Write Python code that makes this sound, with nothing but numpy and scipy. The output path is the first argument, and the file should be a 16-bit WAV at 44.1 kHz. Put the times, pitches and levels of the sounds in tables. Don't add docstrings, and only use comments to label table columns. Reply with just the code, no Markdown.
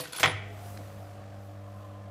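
import sys
import numpy as np
from scipy import signal
from scipy.io import wavfile
from scipy.ndimage import uniform_filter1d

SR = 44100
rng = np.random.default_rng(int(sys.argv[2]) if len(sys.argv) > 2 else 0)


def wav_out(sig):
    wavfile.write(sys.argv[1], SR, np.round(np.clip(np.atleast_2d(sig).T, -1, 1) * 32767).astype(np.int16))


def field_ratio(decibels):
    return 10 ** (np.asarray(decibels, dtype=float) / 20)


N = 92610
T = np.arange(N) / SR

# (dB per Hz, relative)
WHIR_COLOUR = [(25, -1), (50, -33), (75, 9), (110, -5), (160, -1.5), (250, -10), (400, -7), (600, -11),
               (750, -3), (900, -10), (1200, -9.5), (2000, -17), (4000, -24.5), (8000, -30.5), (15500, -48)]
# start_s, level_db, struck_mode_hz, lower_tone_db, upper_tone_db, rattle_decay_s
TOKEN_TAPS = [(.0005, -38, 4440, -57, -41, 0.0032), (.007, -25.5, 7600, -39, -46, 0.0028),
              (0.055, -23, 1500, -65, -64.5, 0.003), (0.072, -37.5, 3330, -73, -57, 0.011),
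              (0.1225, -32, 3430, -39.5, -51.5, 0.0054), (0.1317, -22.5, 3410, -41.5, -55, 0.003),
              (0.144, -26, 1500, -49, -66, 0.0073), (0.1615, -28, 7600, -58, -61, 0.004),
              (.165, -25, 3430, -52.5, -64, 0.0039), (0.171, -31, 3410, -30.5, -70, 0.0088),
              (0.181, -32, 4400, -42, -70, 0.011), (0.185, -21, 1500, -72, -70, 0.005),
              (0.1962, -21.5, 4230, -54, -60, 0.012), (0.204, -30, 11260, -79, -57, 0.015),
              (0.219, -41.5, 5830, -65, -56, .008), (0.247, -31, 14660, -55, -60, 0.003),
              (0.267, -60, 3410, -35.5, -75, 0.063), (0.318, -65, 3410, -67, -80, .01)]
# freq_hz, t60_s
TOKEN_TONES = [(9895, 0.13), (12610, 0.26)]
# freq_hz, level_db, t60_s
CHUTE_MODES = [(1500, -3, 0.028), (3410, 3, 0.016), (4400, 3, 0.016), (5830, -10, .015), (7600, -2, 0.015),
               (11260, -10, 0.01), (15000, -8, 0.01)]
# (dB per Hz, relative)
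SCRATCH_COLOUR = [(180, -43), (300, -9), (1120, -6.5), (2790, -8.5), (4300, -7.5), (6520, -9.5),
                  (14700, -3.5), (16000, -29)]
# time_s, level_db
SLIDE_LEVEL = [(0, -32), (.03, -39.5), (.06, -42.5), (.1, -46), (.118, -51), (.13, -40.5), (.16, -40),
               (.19, -52), (.21, -41), (.23, -40), (.26, -67)]
# start_s, level_db
SOFT_KNOCKS = [(.001, -35.5), (.012, -38), (0.026, -46), (.055, -45), (.08, -46.5), (0.126, -49.5),
               (.16, -51), (0.201, -35), (.778, -48.5), (.8, -43), (0.841, -52)]
# start_s, level_db, brightness_db_per_octave
CABINET_BLOWS = [(.198, -29.5, 0), (0.2309, -13, 5), (.2345, -29.5, 9.5), (.238, -19, 0), (.244, -26, -2),
                 (0.25, -25, -7.5), (.2575, -19, 5.5), (.265, -33, -9.5), (.276, -27.5, -6.5),
                 (.284, -45, -4.5), (0.296, -32.5, -6), (.313, -35, -4.5)]
# freq_hz, level_db, t60_s
PANEL_MODES = [(151.5, -12, 0.13), (285, -11, 0.1), (490, -5, 0.15), (640, -4, 0.1), (754, -6, 0.2),
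               (802, -9, 0.2), (996, -5, 0.1), (1176, 0, 0.063), (1474, -1, 0.035), (1664, -4, 0.04),
               (1842, -7, 0.04), (1972, -5, 0.04), (2078, -4, 0.05), (2130, -6, .06), (2710, -4, 0.03),
               (3300, -4, 0.035)]
# (dB per Hz, relative)
CRACK_COLOUR = [(150, -36), (250, -17), (500, -7), (700, -4), (1250, -6), (1750, -5), (2090, 0),
                (2600, -10), (3370, -9), (4200, -20), (6500, -21), (9000, -31), (15000, -42)]
# freq_hz, t60_s
ROOM_DECAY = [(100, 0.83), (400, 1), (1000, 0.48), (2100, 0.76), (3500, 0.56), (5000, 0.44), (8000, 0.39),
              (14000, 0.29)]
# time_s, level_db
HUM_LEVEL = [(.2, -67), (.23, -45), (.255, -37.5), (.275, -34), (.298, -50), (.325, -40), (0.346, -33.5),
             (.37, -40.5), (.41, -41.5), (0.598, -44), (.8, -44), (1.2, -46), (1.7, -45), (2.1, -44.5)]
# multiple, level_db (once running)
OVERTONES = [(2, -57.5), (3, -60), (5, -67), (7, -67)]
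# time_s, level_db
MOTOR_LEVEL = [(.3, -70), (.62, -66), (.74, -55), (1.2, -56.5), (2.1, -56)]
# multiple_of_shaft, level_db, waver_db
SHAFT_ORDERS = [(9.87, -10, 2.5), (12, 0, 1.2), (13, -5, 2), (14, -10, 4), (15, -10, 4), (16, -12, 4)]
# start_s, end_s, first_hz, last_hz, level_db
GEAR_WHINES = [(.33, .58, 385, 430, -61), (.38, .87, 695, 705, -58), (.45, .72, 610, 660, -61),
               (1.05, 1.25, 715, 725, -60), (1.15, 1.52, 760, 800, -62), (1.62, 2.2, 1030, 1034, -62),
               (1.85, 2.2, 1200, 1203, -68)]
# time_s, level_db
RUSTLE_LEVEL = [(.35, -85), (.47, -72), (.56, -63), (0.66, -57), (0.745, -58.5), (.8, -63), (.95, -65),
                (1.1, -69), (1.28, -75), (1.47, -68), (1.56, -75), (1.82, -70), (2.1, -77)]
# (dB per Hz, relative)
CLOTH_COLOUR = [(1470, -39), (2500, 4), (2850, 8.5), (14200, 9.5), (15600, 4), (16000, -35)]
# (dB per Hz, relative)
RASP_COLOUR = [(800, -30), (1050, 12), (1300, 4), (1500, -15), (1750, 4), (2100, -18), (3200, -7),
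               (4500, -37)]

MOTOR_ON_S, SPIN_UP_S = 0.3, 0.15


def unit_rms(x):
    return x / np.sqrt(np.mean(x ** 2) + 1e-20)


def read(points, hz):
    f, value = np.transpose(points)
    return np.interp(np.log(hz + 1), np.log(f + 1), value)


def add(mix, start_s, sound):
    part = mix[max(round(start_s * SR), 0):][:len(sound)]
    part += sound[:len(part)]


def butter(x, order, hz, kind="low"):
    return signal.sosfilt(signal.butter(order, hz, kind, fs=SR, output="sos"), x)


def noise(colour, patchy_db):
    hz = np.fft.rfftfreq(1024, 1 / SR)
    real, imag, patches = rng.standard_normal((N // 256 + 5, 513, 3)).T
    patches = uniform_filter1d(patches, 10, axis=0)
    patches = unit_rms(uniform_filter1d(patches, 10, axis=1))
    z = (real + 1j * imag) * field_ratio(read(colour, hz)[:, None] + patchy_db * patches)
    return unit_rms(signal.istft(z, nperseg=1024, noverlap=768)[1][:N])


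def wander(fastest_hz, slowest_hz=0.5):
    rates_hz = np.geomspace(slowest_hz, fastest_hz, num=20)
    return unit_rms(sum(np.sin(2 * np.pi * (f * T + rng.random())) / np.sqrt(f) for f in rates_hz))


def ring(modes, tilt_db_per_octave, scatter_db, rise_s):
    t = T[:SR // 3, None]
    hz, db, t60_s = np.transpose(modes)
    luck = rng.standard_normal((len(modes), 2))
    tilt_db = tilt_db_per_octave * np.log2(hz / 1000)
    level = field_ratio(db + tilt_db + scatter_db * luck[:, 0] - 60 * t / t60_s)
    tones = level * np.sin(2 * np.pi * hz * t + luck[:, 1])
    return tones.sum(1) * (1 - np.exp(-t[:, 0] / rise_s))


def switched_on():
    return np.clip((T - MOTOR_ON_S) / SPIN_UP_S, 0, 1)


def shaft_turn():
    full_per_s, lag_per_s, run_up_s = 47.62, 7, 0.3
    speed = full_per_s - lag_per_s * np.exp(-np.maximum(T - MOTOR_ON_S, 0) / run_up_s)
    return 2 * np.pi * np.cumsum(speed * (1 + 0.0016 * wander(11.8))) / SR


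def whir(turn):
    running_db, idle_db, strain_db, strain_s, throb_depth = -54, -3, 4, 0.59, 0.18
    on = switched_on()
    labour_db = strain_db * on * np.exp(-((T - MOTOR_ON_S) / strain_s) ** 2)
    level_db = running_db + idle_db * (1 - on) + labour_db + 1.37 * wander(8.78)
    throb = 1 + throb_depth * on * np.cos(turn)
    return field_ratio(level_db) * throb * noise(WHIR_COLOUR, patchy_db=-0.67)


def slide(scratch):
    time_s, db = np.transpose(SLIDE_LEVEL)
    level = field_ratio(np.interp(T, time_s, db, right=-99) + 2.2 * wander(151, 14.7))
    return level * butter(scratch[::-1], 2, 5150)


def token():
    scratch_db, top_hz, dull_ratio = -6, 15700, 2.4
    focus_db_per_octave, stifle_s = -8, 0.0058
    twin_hz, twin_db = 65, -10
    out, t = np.zeros(N), T[:SR // 3]
    scratch = noise(SCRATCH_COLOUR, patchy_db=1.5)
    for tap, after in zip(TOKEN_TAPS, TOKEN_TAPS[1:] + [[N / SR]]):
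        start_s, level_db, struck_hz, *tones_db, decay_s = tap
        rattle = np.roll(scratch, -round(start_s * SR))[:len(t)]
        rattle = butter(rattle, 2, min(dull_ratio * struck_hz, top_hz))
        rattle = rattle * np.minimum(t / 0.0015, 1) * np.exp(-t / decay_s)
        walls = [(hz, db + focus_db_per_octave * abs(np.log2(hz / struck_hz)), t60_s)
                 for hz, db, t60_s in CHUTE_MODES]
        chute = 0.55 * ring(walls, 0, scatter_db=2, rise_s=0.002)
        modes = [(hz, db, t60_s) for (hz, t60_s), db in zip(TOKEN_TONES, tones_db)]
        modes += [(hz + twin_hz, db + twin_db, t60_s) for hz, db, t60_s in modes]
        free = np.exp(-np.maximum(t + start_s - after[0], 0) / stifle_s)
        tones = free * ring(modes, 0, scatter_db=3.0, rise_s=decay_s / 3)
        add(out, start_s, field_ratio(level_db) * (field_ratio(scratch_db) * rattle + chute) + tones)
    return out + slide(scratch)


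def knocks():
    out, t60_ratio = np.zeros(N), 0.55
    modes = np.multiply(PANEL_MODES[:4], [1, 1, t60_ratio])
    for start_s, level_db in SOFT_KNOCKS:
        add(out, start_s, field_ratio(level_db) * ring(modes, -5, scatter_db=2.5, rise_s=0.003))
    return out


def room(x):
    taps = np.zeros(SR)
    at = np.arange(300, SR - 20, 20)
    taps[at + rng.integers(0, 20, len(at))] = rng.choice([-1., 1.], len(at))
    hz, t, z = signal.stft(taps, SR, nperseg=256)
    decay = field_ratio(-60 * t / read(ROOM_DECAY, hz)[:, None])
    tail = signal.istft(z * decay, SR, nperseg=256)[1]
    return signal.fftconvolve(x, tail / np.linalg.norm(tail))[:N]


def blows():
    body_hz, snap_hz, crack_t60_s, snap_t60_s = 950, 4000, 0.046, 0.022
    out, t = np.zeros(N), T[:SR // 3]
    crack = noise(CRACK_COLOUR, patchy_db=2)
    snap = butter(crack, 2, snap_hz, "high")
    body = butter(crack, 2, body_hz)
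    bands = body, crack - snap - body, snap
    for start_s, level_db, tilt_db in CABINET_BLOWS:
        low, mid, high = (np.roll(x, -round(start_s * SR))[:len(t)] for x in bands)
        burst = (low * field_ratio(-1.2 * tilt_db) + mid) * field_ratio(-60 * t / crack_t60_s)
        burst = burst + high * field_ratio(1.9 * tilt_db - 3 - 60 * t / snap_t60_s)
        burst = burst * np.minimum(t / 0.0005, 1)
        panels = 0.22 * ring(PANEL_MODES, tilt_db, scatter_db=2, rise_s=0.0008)
        add(out, start_s, field_ratio(level_db) * (burst + panels))
    return out


def hum():
    time_s, db = np.transpose(HUM_LEVEL)
    phase = 2 * np.pi * np.cumsum(100.3 + 0.25 * wander(8)) / SR
    overtones = sum(field_ratio(level_db + 2.5 * wander(20, 2)) * np.sin(k * phase + k) for k, level_db in OVERTONES)
    fundamental = field_ratio(np.interp(T, time_s, db, left=-90)) * np.sin(phase)
    return np.sqrt(2) * (fundamental + switched_on() * overtones)


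def motor(turn):
    time_s, db = np.transpose(MOTOR_LEVEL)
    orders = sum(field_ratio(level_db + waver_db * wander(40, 4)) * np.sin(k * turn + 6 * rng.random())
                 for k, level_db, waver_db in SHAFT_ORDERS)
    return np.sqrt(2) * switched_on() * field_ratio(np.interp(T, time_s, db)) * orders


def gear_whines():
    out = np.zeros(N)
    for start_s, end_s, first_hz, last_hz, level_db in GEAR_WHINES:
        hz = np.interp(T, [start_s, end_s], [first_hz, last_hz])
        gate = np.clip(np.minimum(T - start_s, end_s - T) / 0.051, 0, 1)
        level = np.sqrt(2) * gate * field_ratio(level_db + 3 * wander(40, 4))
        out += level * np.sin(2 * np.pi * np.cumsum(hz + 9 * wander(40, 3)) / SR)
    return out


def rustle():
    time_s, db = np.transpose(RUSTLE_LEVEL)
    level = field_ratio(np.interp(T, time_s, db, left=-90) + 0.7 * wander(40))
    return level * noise(CLOTH_COLOUR, patchy_db=2)


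def relay_tick():
    start_s, level_db, t60_s, band_hz = 0.7743, -41, 0.016, (1200, 5500)
    out, t = np.zeros(N), T[:SR // 20]
    snap = butter(rng.standard_normal(len(t)), 2, band_hz, "band")
    add(out, start_s, field_ratio(level_db - 60 * t / t60_s) * unit_rms(snap))
    return out


def gear_rasp():
    level_db, fade_s = -62, (0.78, 1.78)
    return field_ratio(level_db) * np.interp(T, fade_s, [0, 1]) * noise(RASP_COLOUR, patchy_db=2.5)


def scene():
    room_db = -13.5
    turn = shaft_turn()
    hits = token() + knocks() + blows() + relay_tick()
    mechanism = whir(turn) + hum() + motor(turn) + gear_whines() + gear_rasp()
    return (hits + field_ratio(room_db) * room(hits) + mechanism + rustle())[None]


def roll_off(x):
    return signal.sosfilt(signal.butter(12, 16370, fs=SR, output="sos"), x)


def record(dry):
    low_cut_hz, edge_hz = 45, 15700
    mix = butter(dry, 3, low_cut_hz, "high")
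    band_limit = signal.firwin(511, edge_hz, window=("kaiser", 9), fs=SR)
    mix = signal.oaconvolve(mix, band_limit[None], "same")
    return roll_off(mix)


dry = scene()
out = record(dry)
wav_out(out)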